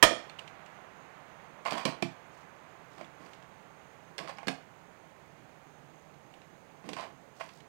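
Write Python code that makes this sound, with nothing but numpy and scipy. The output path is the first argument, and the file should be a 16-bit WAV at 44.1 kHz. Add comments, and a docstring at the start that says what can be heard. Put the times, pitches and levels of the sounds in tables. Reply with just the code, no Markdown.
"""At a covered work place, a hand riveter snaps the stem of a pop rivet in a sheet-metal drum: a crack and
the ringing modes of the shell, with a low thud of the overloaded preamplifier, in the right channel.
The riveter and then a spring clamp are put down on a cluttered wooden bench, as decaying noise and modes;
a hand rummages among the tools, with grainy scrapes, steel ticks and faint rustles.
Short echoes surround the work; far traffic, air and a thin band of insects are shaped noise behind it."""
import sys
import numpy as np
from scipy import signal
from scipy.fft import rfft, irfft, next_fast_len
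from scipy.io import wavfile
from scipy.ndimage import map_coordinates

SR = 44100
rng = np.random.default_rng(int(sys.argv[2]) if len(sys.argv) > 2 else 0)


def output_pcm(signal):
    """Save a mono or channel-first signal as 16-bit PCM at the path in sys.argv[1].

    Samples are clipped to [-1, 1] before scaling.
    """
    pcm = np.clip(np.atleast_2d(signal).T, -1, 1) * 32767
    wavfile.write(sys.argv[1], SR, np.round(pcm).astype(np.int16))


N = 338688

# Spectrum of hard contact. Each row: frequency in Hz, relative density in dB per Hz.
HARD_CONTACT = [(2000, 2), (3500, 5), (5000, 4.5), (6300, -2), (8500, -4), (10500, -9), (15500, -17.5)]


def rivet():
    """Impulsive excitation: the stem breaks, the preamplifier thuds and the shell rings in its modes."""
    # Strong modes of the drum's shell. Each row: frequency in Hz, relative level in dB.
    strong_modes = [(331, -52.5), (506.0, -57), (580, -54), (656.8, -56), (705.2, -57), (920.5, -58),
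                    (1152, -58), (1250, -53), (1353, -60), (1822, -53.5), (2073, -59), (2239, -62),
                    (2385, -58.5), (2421, -57), (2939, -65), (3009, -66), (3165, -58), (3209, -57.5),
                    (3325, -62), (3413, -68.5)]
    # Faint highest modes of the shell. Each row: frequency in Hz, relative level in dB.
    faint_modes = [(4113, -63), (4511, -62), (5276, -61.5), (5405, -65.5), (6094, -62), (6826, -65.5),
                   (8936, -67)]
    # Decay of these modes. Each row: frequency in Hz, t60 in seconds.
    mode_t60 = [(200, 0.22), (600, 0.35), (1300, .28), (3200, 0.31), (7000, 0.17)]
    # Tilt of the first burst, brighter than the ring. Each row: frequency in Hz, gain in dB.
    crack_tilt = [(100, -3), (310, -10), (590, 1), (1200, -0.5), (3200, 1), (7000, -2), (15000, 3.5)]
    # The many weak modes of the shell. Each row: frequency in Hz, relative density in dB per Hz.
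    weak_modes = [(60, -45.5), (200, -29), (800, -18), (2800, -16.5), (6000, -20.5), (9500, -22.5),
                  (15500, -32.5)]
    # Groups into which weak modes crowd. Each row: centre in Hz, width in Hz, relative level in dB.
    mode_groups = [(299.6, 200, -2), (627, 38, 2.5), (934, 100, -3.5), (1235.4, 78, -2), (1825, 170, -2.5),
                   (2416, 59, -7.5), (3240, 210, -3.5), (4370, 290, -17.5), (5403, 290, -13),
                   (6940, 410, -17.5), (8850, 540, -19.5)]
    # Decay of the weak modes. Each row: frequency in Hz, t60 in seconds.
    weak_t60 = [(150, 0.38), (600, .32), (2000, 0.37), (5000, 0.37), (12000, 0.25)]
    # Reflection from a far wall. Each row: frequency in Hz, relative gain in dB.
    wall_reflection = [(100, -17), (300, 10), (650, 11), (1100, -11), (2200, -24), (9000, -12)]
    snap_s, wall_delay_s = 0.0265, 0.085

    def shell(hz):
        """Modal density: the weak modes form a broad response with crowded groups on top."""
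        groups = sum(amp(db) * hump(hz, centre, width) for centre, width, db in mode_groups)
        return amp(along(weak_modes, hz)) + groups

    out = np.zeros(N)
    t = np.arange(SR) / SR
    crack = amp(-5.5) * unit(filtered(noise(crack_tilt, len(t)), shell)) * fade(t, 0.069)
    # a low thud of the overloaded preamplifier
    low_push_spectrum = [(20, 5), (60, -1), (100, -8.5), (170, -11), (500, -70.5)]  # (Hz, dB per Hz)
    low_push = amp(-25) * noise(low_push_spectrum, len(t)) * fade(t, 0.12)
    shiver = amp(-22.0) * dying(unit(filtered(rng.standard_normal(len(t)), shell)), weak_t60)
    ring = sum(amp(db) * mode(hz, t, along(mode_t60, hz)) for hz, db in [*strong_modes, *faint_modes])
    onset = 1 - np.exp(-t / 0.000304)
    add(out, snap_s, (crack + low_push + shiver + amp(25.5) * ring) * onset)
    # a far wall throws the body of the bang back
    echo = amp(-25.5) * filtered(out, lambda hz: amp(along(wall_reflection, hz)))
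    add(out, wall_delay_s, echo)
    return out


def knocks():
    """Impact: each landing is a click, a clack with the tool's modes, and a thump of the bench top."""
    # Tools landing on the bench and on each other. Each row: start in seconds, tool, then relative
    # levels of landing, thump and click in dB, and body resonance in Hz.
    landings = [(1.652, "clutter", -32.5, -27, -16, 590), (1.659, "clutter", -24.5, -30, -28, 690),
                (1.708, "riveter", -36, -32, -2.5, 730), (1.853, "riveter", -20.5, -10.5, -9.5, 543),
                (2.024, "riveter", -23.5, -7.5, -13, 667), (3.011, "clutter", -38.5, -11, -22, 607),
                (4.181, "clamp", -37.5, -12.5, -1.5, 840), (4.188, "clamp", -32, -29, -15.5, 554),
                (4.293, "clutter", -34.5, -37, -16, 546), (4.384, "clutter", -34.5, -35, -21, 810),
                (4.43, "clutter", -37.5, -33, -24, 690), (4.471, "clamp", -33.5, 1, -9, 478),
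                (4.482, "clamp", -22.5, -12, -11.5, 712), (6.841, "clutter", -47, -1, -19, 685),
                (6.89, "clutter", -37, -12, -7, 530), (6.932, "clutter", -38, -33, -7.5, 498),
                (6.966, "clutter", -32.5, -33, -19, 680), (7.409, "clutter", -30.5, -35, -24, 666)]
    # Modes of each struck tool. Each row: frequency in Hz, relative level in dB, t60 in seconds.
    tool_modes = {"riveter": [(1120, -11.5, .03), (2390, -3, 0.021), (4660, -21, 0.018), (5470, -18, 0.028),
                  (7320, -21, 0.022)], "clamp": [(1670, -5.5, 0.024), (2090, -3, 0.019), (2900, -14, .03),
                  (3610, -9, 0.023), (4320, -6, 0.018), (5250, -14.5, 0.023)],
                  "clutter": [(1071, -3, 0.027), (1464, -15.5, 0.034), (2110, -21, 0.069),
                  (3280, -34, 0.023)]}
    # Noise of the tool bodies. Each row: frequency in Hz, relative density in dB per Hz.
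    clack_spectrum = [(240, -45), (400, -12.5), (686, -1), (1120, -6.5), (1430, -17), (1620, -8),
                      (1870, -15), (2350, -6.5), (2910, -12.5), (3670, -29), (4000, -52), (5200, -44),
                      (8800, -120)]
    # Bench modes. Each row: nominal frequency in Hz, mean relative level in dB, t60 in seconds.
    bench_modes = [(125, -11, 0.36), (153.4, -1.5, 0.25), (183, -.5, .19), (214.6, 6, 0.083),
                   (267, -3.5, 0.21), (336.7, -2.5, .2), (367, -1, 0.061)]
    # How low each tool can shake the bench. Each entry: tool, edge in Hz.
    lowest_hz = {"riveter": 121, "clamp": 205, "clutter": 151}
    clack_t60, click_t60 = 0.038, 0.033  # s

    out = np.zeros(N)
    t = np.arange(SR // 2) / SR
    contact = 1 - np.exp(-t / 0.0008)
    for s, name, db, thump_db, click_db, body_hz in landings:
        clack = amp(-6.0) * noise(clack_spectrum, len(t)) * fade(t, clack_t60)
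        body = amp(-7) * mode(body_hz, t, t60=0.061)
        ring = body + sum(amp(level) * mode(hz, t, life) for hz, level, life in tool_modes[name])
        click = amp(click_db + 1.5) * noise(HARD_CONTACT, len(t)) * fade(t, click_t60)
        tool = with_room(clack * contact + click, wet_db=-6.0) + with_room(ring * contact, wet_db=-12.5)
        # the bench's modes swing up together, each at a new strength and slightly new pitch
        strengths_db = rng.normal(0, 2, len(bench_modes))
        thump = np.zeros(len(t))
        for (hz, level, life), extra_db in zip(bench_modes, strengths_db):
            detuned_hz = hz * rng.normal(1, 0.014)
            thump += amp(level + extra_db) * np.sin(2 * np.pi * detuned_hz * t) * fade(t, life)
        swing_up = 1 - np.exp(-(t / 0.0021) ** 2)
        thump = amp(thump_db - 2.0) * high_pass(thump * swing_up, lowest_hz[name])
        add(out, s, amp(db + 1.0) * (tool + thump))
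    return out


def drags():
    """Stick-slip friction: sliding tools catch and slip in grains, scratch, and shake the bench."""
    # Tools dragged over the bench. Each row: start in seconds, length in seconds before release,
    # relative scrape level in dB, relative bench rumble level in dB.
    pushes = [(1.656, 0.03, -31.5, -52), (1.711, 0.051, -34.5, -42), (1.77, 0.049, -34.5, -60),
              (1.857, 0.047, -37.5, -41), (2.972, 0.057, -53, -56), (3.192, 0.091, -57, -55),
              (4.187, 0.068, -46.5, -48.5), (4.268, 0.038, -42, -76), (6.848, 0.11, -54.5, -46.5),
              (6.97, 0.071, -40, -58.5), (7.396, 0.017, -37.5, -62)]
    # Sliding noise. Each row: frequency in Hz, relative density in dB per Hz.
    sliding_spectrum = [(240, -27), (400, -27), (680, 5), (804, -8.5), (1100, 0.5), (1230, -9), (1430, -11),
                        (2090, -9.5), (2790, -15.5), (4670, -26), (5600, -31), (7580, -31.5),
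                        (15000, -43.5)]

    scrape, rumble = np.zeros(N), np.zeros(N)
    for s, length, scrape_db, rumble_db in pushes:
        shove = stroke(s, length, attack_s=0.011, sag_db=7, release_s=0.13)
        scrape += amp(scrape_db) * shove
        rumble += amp(rumble_db) * shove
    # a thin steel part sings along with the sliding
    singing = lambda hz: 1 + amp(9.0) * hump(hz, centre_hz=4790, width_hz=170)
    grit = filtered(noise(sliding_spectrum, N), singing)
    slips = unit(amp(3.3 * wobble(450)) * grit)
    scratches = unit(amp(6 * wobble(500)) * noise(HARD_CONTACT, N))
    wood = noise([(80, -54), (150, -6), (330, -6), (500, -13.0), (900, -48.0)], N)
    sliding = amp(-1.5) * scrape * (slips + amp(-15.5) * scratches)
    return with_room(sliding + amp(-1) * rumble * wood, wet_db=-6.0)


def ticks():
    """Light impact of small steel parts: broadband contact noise with one very brief resonance."""
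    # Touches of jaws, springs and small parts. Each row: start in seconds, relative level in dB,
    # resonance in Hz, relative ring level in dB.
    touches = [(.296, -39.5, 4300, -1), (.388, -43, 2970, 6), (.392, -35.5, 2890, 8.5),
               (.477, -41, 3060, 3), (.661, -44.5, 7000, -8), (3.045, -46.5, 3450, 0),
               (3.262, -49.5, 4660, -1), (3.333, -42.5, 3200, -14), (3.425, -51, 3210, 1),
               (4.372, -53, 5060, 7), (6.14, -57, 4240, -3), (6.339, -48, 2840, -1), (6.417, -50, 3960, -6),
               (6.933, -34, 3400, 1), (7.49, -44, 4700, -2), (7.604, -46.5, 2930, 0)]
    # Noise of small steel parts. Each row: frequency in Hz, relative density in dB per Hz.
    steel_spectrum = [(500, -11), (1200, 8), (2500, 17.5), (5000, 3), (8500, -1.5), (10500, -13),
                      (15000, -13.5)]

    out = np.zeros(N)
    t = np.arange(SR // 3) / SR
    onset = 1 - np.exp(-t / 0.0005)
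    for s, db, ring_hz, ring_db in touches:
        contact = with_room(noise(steel_spectrum, len(t)) * fade(t, 0.036) * onset, wet_db=-7.5)
        ring = amp(ring_db) * mode(ring_hz, t, t60=0.023)
        add(out, s, amp(db - 6.5) * (contact + ring))
    return out


def brushes():
    """Soft friction: cloth and skin rustle faintly in fine, uneven grains."""
    # A sleeve and fingers brushing over the clutter. Each row: start in seconds, length in seconds
    # before release, relative level in dB.
    rubs = [(2.3, .13, -71), (2.89, 0.15, -67.5), (3.187, 0.17, -70), (7.346, 0.23, -63.5)]
    pressure = sum(amp(db) * stroke(s, length, attack_s=0.03, sag_db=2, release_s=0.22)
                   for s, length, db in rubs)
    cloth = noise([(1500, -24.5), (3500, 0.5), (5000, 3), (8500, -5), (10500, -8.5), (15000, -11.0)], N)
    return amp(-4) * pressure * unit(amp(4 * wobble(250)) * cloth)


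def outdoors():
    """Stationary noise and distance: traffic recedes over a steady murmur of air and insects."""
    # Far traffic. Each row: frequency in Hz, relative density in dB per Hz.
    traffic_spectrum = [(150, -25.5), (350, -9), (650, 1), (1100, 1), (2200, -5.5), (3300, -15.5),
                        (6000, -32.5), (12000, -53)]
    # Murmur of the air. Each row: frequency in Hz, relative density in dB per Hz.
    air_spectrum = [(20, -20.5), (60, -12.5), (110, -6.5), (155, 1.5), (220, -7), (450, -6.5), (800, -5.5),
                    (1200, -12), (2200, -16.5), (3300, -24.5), (5500, -32), (8500, -34.5), (10000, -37.5),
                    (16000, -39.5)]
    # Thin band of insects. Each row: frequency in Hz, relative density in dB per Hz.
    insect_spectrum = [(5900, -39.5), (6200, -3.5), (6380, -0.5), (6650, -6.5), (6830, -1.5), (7050, -19),
                       (7700, -13.5), (8500, -40.5)]
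    traffic_gone_s = 7.5
    receding = np.maximum(1 - np.arange(N) / SR / traffic_gone_s, 0)
    traffic = receding * amp(-56 + 0.44 * wobble(17.0)) * noise(traffic_spectrum, N)
    air = amp(-58.5 + 0.22 * wobble(3.2)) * noise(air_spectrum, N)
    insects = amp(-80 + 1.1 * wobble(12)) * noise(insect_spectrum, N)
    return traffic + air + insects


def with_room(x, wet_db):
    """Diffuse reverberation: add a fresh noise tail that builds up as the walls answer, then decays."""
    # Decay of the room. Each row: frequency in Hz, t60 in seconds.
    echo_t60 = [(150, 0.33), (600, 0.34), (2500, 0.31), (6000, 0.262), (13000, 0.21)]
    t = np.arange(SR // 2) / SR
    build_up = 1 - np.exp(-(t / 0.0055) ** 2)
    tail = dying(rng.standard_normal(len(t)), echo_t60) * build_up
    return x + amp(wet_db) * signal.fftconvolve(x, tail / np.linalg.norm(tail))[:len(x)]


def microphone(x, low_hz, shelf_hz, shelf_db):
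    """Transducer response: the capsule thins the deep bass and steps down in the high treble."""
    x = signal.sosfilt(signal.butter(1, low_hz, "high", fs=SR, output="sos"), x)
    return filtered(x, lambda hz: amp(shelf_db * (1 + np.tanh((hz - shelf_hz) / 300)) / 2))


def stroke(s, length, attack_s, sag_db, release_s):
    """Force envelope of a hand movement: it sets in, loses force and is released (t60 release_s)."""
    t = np.maximum(np.arange(N) / SR - s, 0)
    attack = np.minimum(t / attack_s, 1)
    sag = amp(-sag_db * np.minimum(t / length, 1))
    return attack * sag * fade(np.maximum(t - length, 0), release_s)


def mode(hz, t, t60):
    """Modal vibration: a decaying sine with random phase."""
    return np.sin(2 * np.pi * (hz * t + rng.random())) * fade(t, t60)


def hump(hz, centre_hz, width_hz):
    """Resonance gain: 1 at the centre, about 3 dB less at half the width to either side."""
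    return 1 / (1 + (1.3 * (hz - centre_hz) / width_hz) ** 2)


def fade(t, t60):
    """Exponential decay: 60 dB in t60 seconds."""
    return np.exp(-np.log(1000) * t / t60)


def dying(x, t60s):
    """Frequency-dependent damping: each band of x decays with its own t60."""
    hz, t, z = signal.stft(x, SR, nperseg=256)
    decay = amp(-60 * t / along(t60s, hz)[:, None])
    return signal.istft(z * decay, SR)[1][:len(x)]


def noise(spectrum, size):
    """Spectral shaping: white noise coloured by (Hz, dB) points and scaled to rms 1."""
    return unit(filtered(rng.standard_normal(size), lambda hz: amp(along(spectrum, hz))))


def wobble(rate):
    """Random modulation: a smooth curve through rate random knots a second."""
    knots = rng.standard_normal(int(N * rate / SR) + 4)
    return map_coordinates(knots, [np.arange(N) * rate / SR])


def filtered(x, response):
    """Linear filtering: multiply the spectrum of x by a response of frequency."""
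    m = next_fast_len(len(x) + 8192)  # zero padding against wrap-around
    return irfft(rfft(x, m) * response(np.fft.rfftfreq(m, 1 / SR)), m)[:len(x)]


def high_pass(x, edge_hz):
    """Third-order high-pass: weaken what lies below the edge."""
    return signal.sosfilt(signal.butter(3, edge_hz, "high", fs=SR, output="sos"), x)


def along(points, hz):
    """Logarithmic pitch scale: interpolate (Hz, value) points on a log frequency axis."""
    f, v = np.transpose(points)
    return np.interp(np.log(hz + 1), np.log(f + 1), v)


def amp(db):
    """Level law: decibels to amplitude gain."""
    return 10 ** (np.asarray(db) / 20)


def unit(x):
    """Power normalisation: scale to rms 1."""
    return x / np.sqrt(np.mean(x ** 2) + 1e-20)


def add(track, s, sound):
    """Superposition: mix a sound into the track from s seconds on."""
    part = track[max(round(s * SR), 0):][:len(sound)]
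    part += sound[:len(part)]


def scene():
    """Superposition: the work, as the microphone hears it, and the outdoor background sum in the
    right channel only."""
    work = rivet() + knocks() + ticks() + drags() + brushes()
    sound = microphone(work, low_hz=70, shelf_hz=9400, shelf_db=-4.5) + outdoors()
    return np.array([np.zeros(N), 2 * sound])


def record(dry):
    """Saturation: the preamplifier limits loud peaks; faint hiss joins, then the band is limited."""
    top_hz = 15850
    clipped = dry / (1 + np.abs(dry / 0.6) ** 6) ** (1 / 6)
    hiss = amp(-94.5) * rng.standard_normal(dry.shape)
    return np.array([filtered(channel, lambda hz: hz < top_hz) for channel in clipped + hiss])


dry = scene()
out = record(dry)
output_pcm(out)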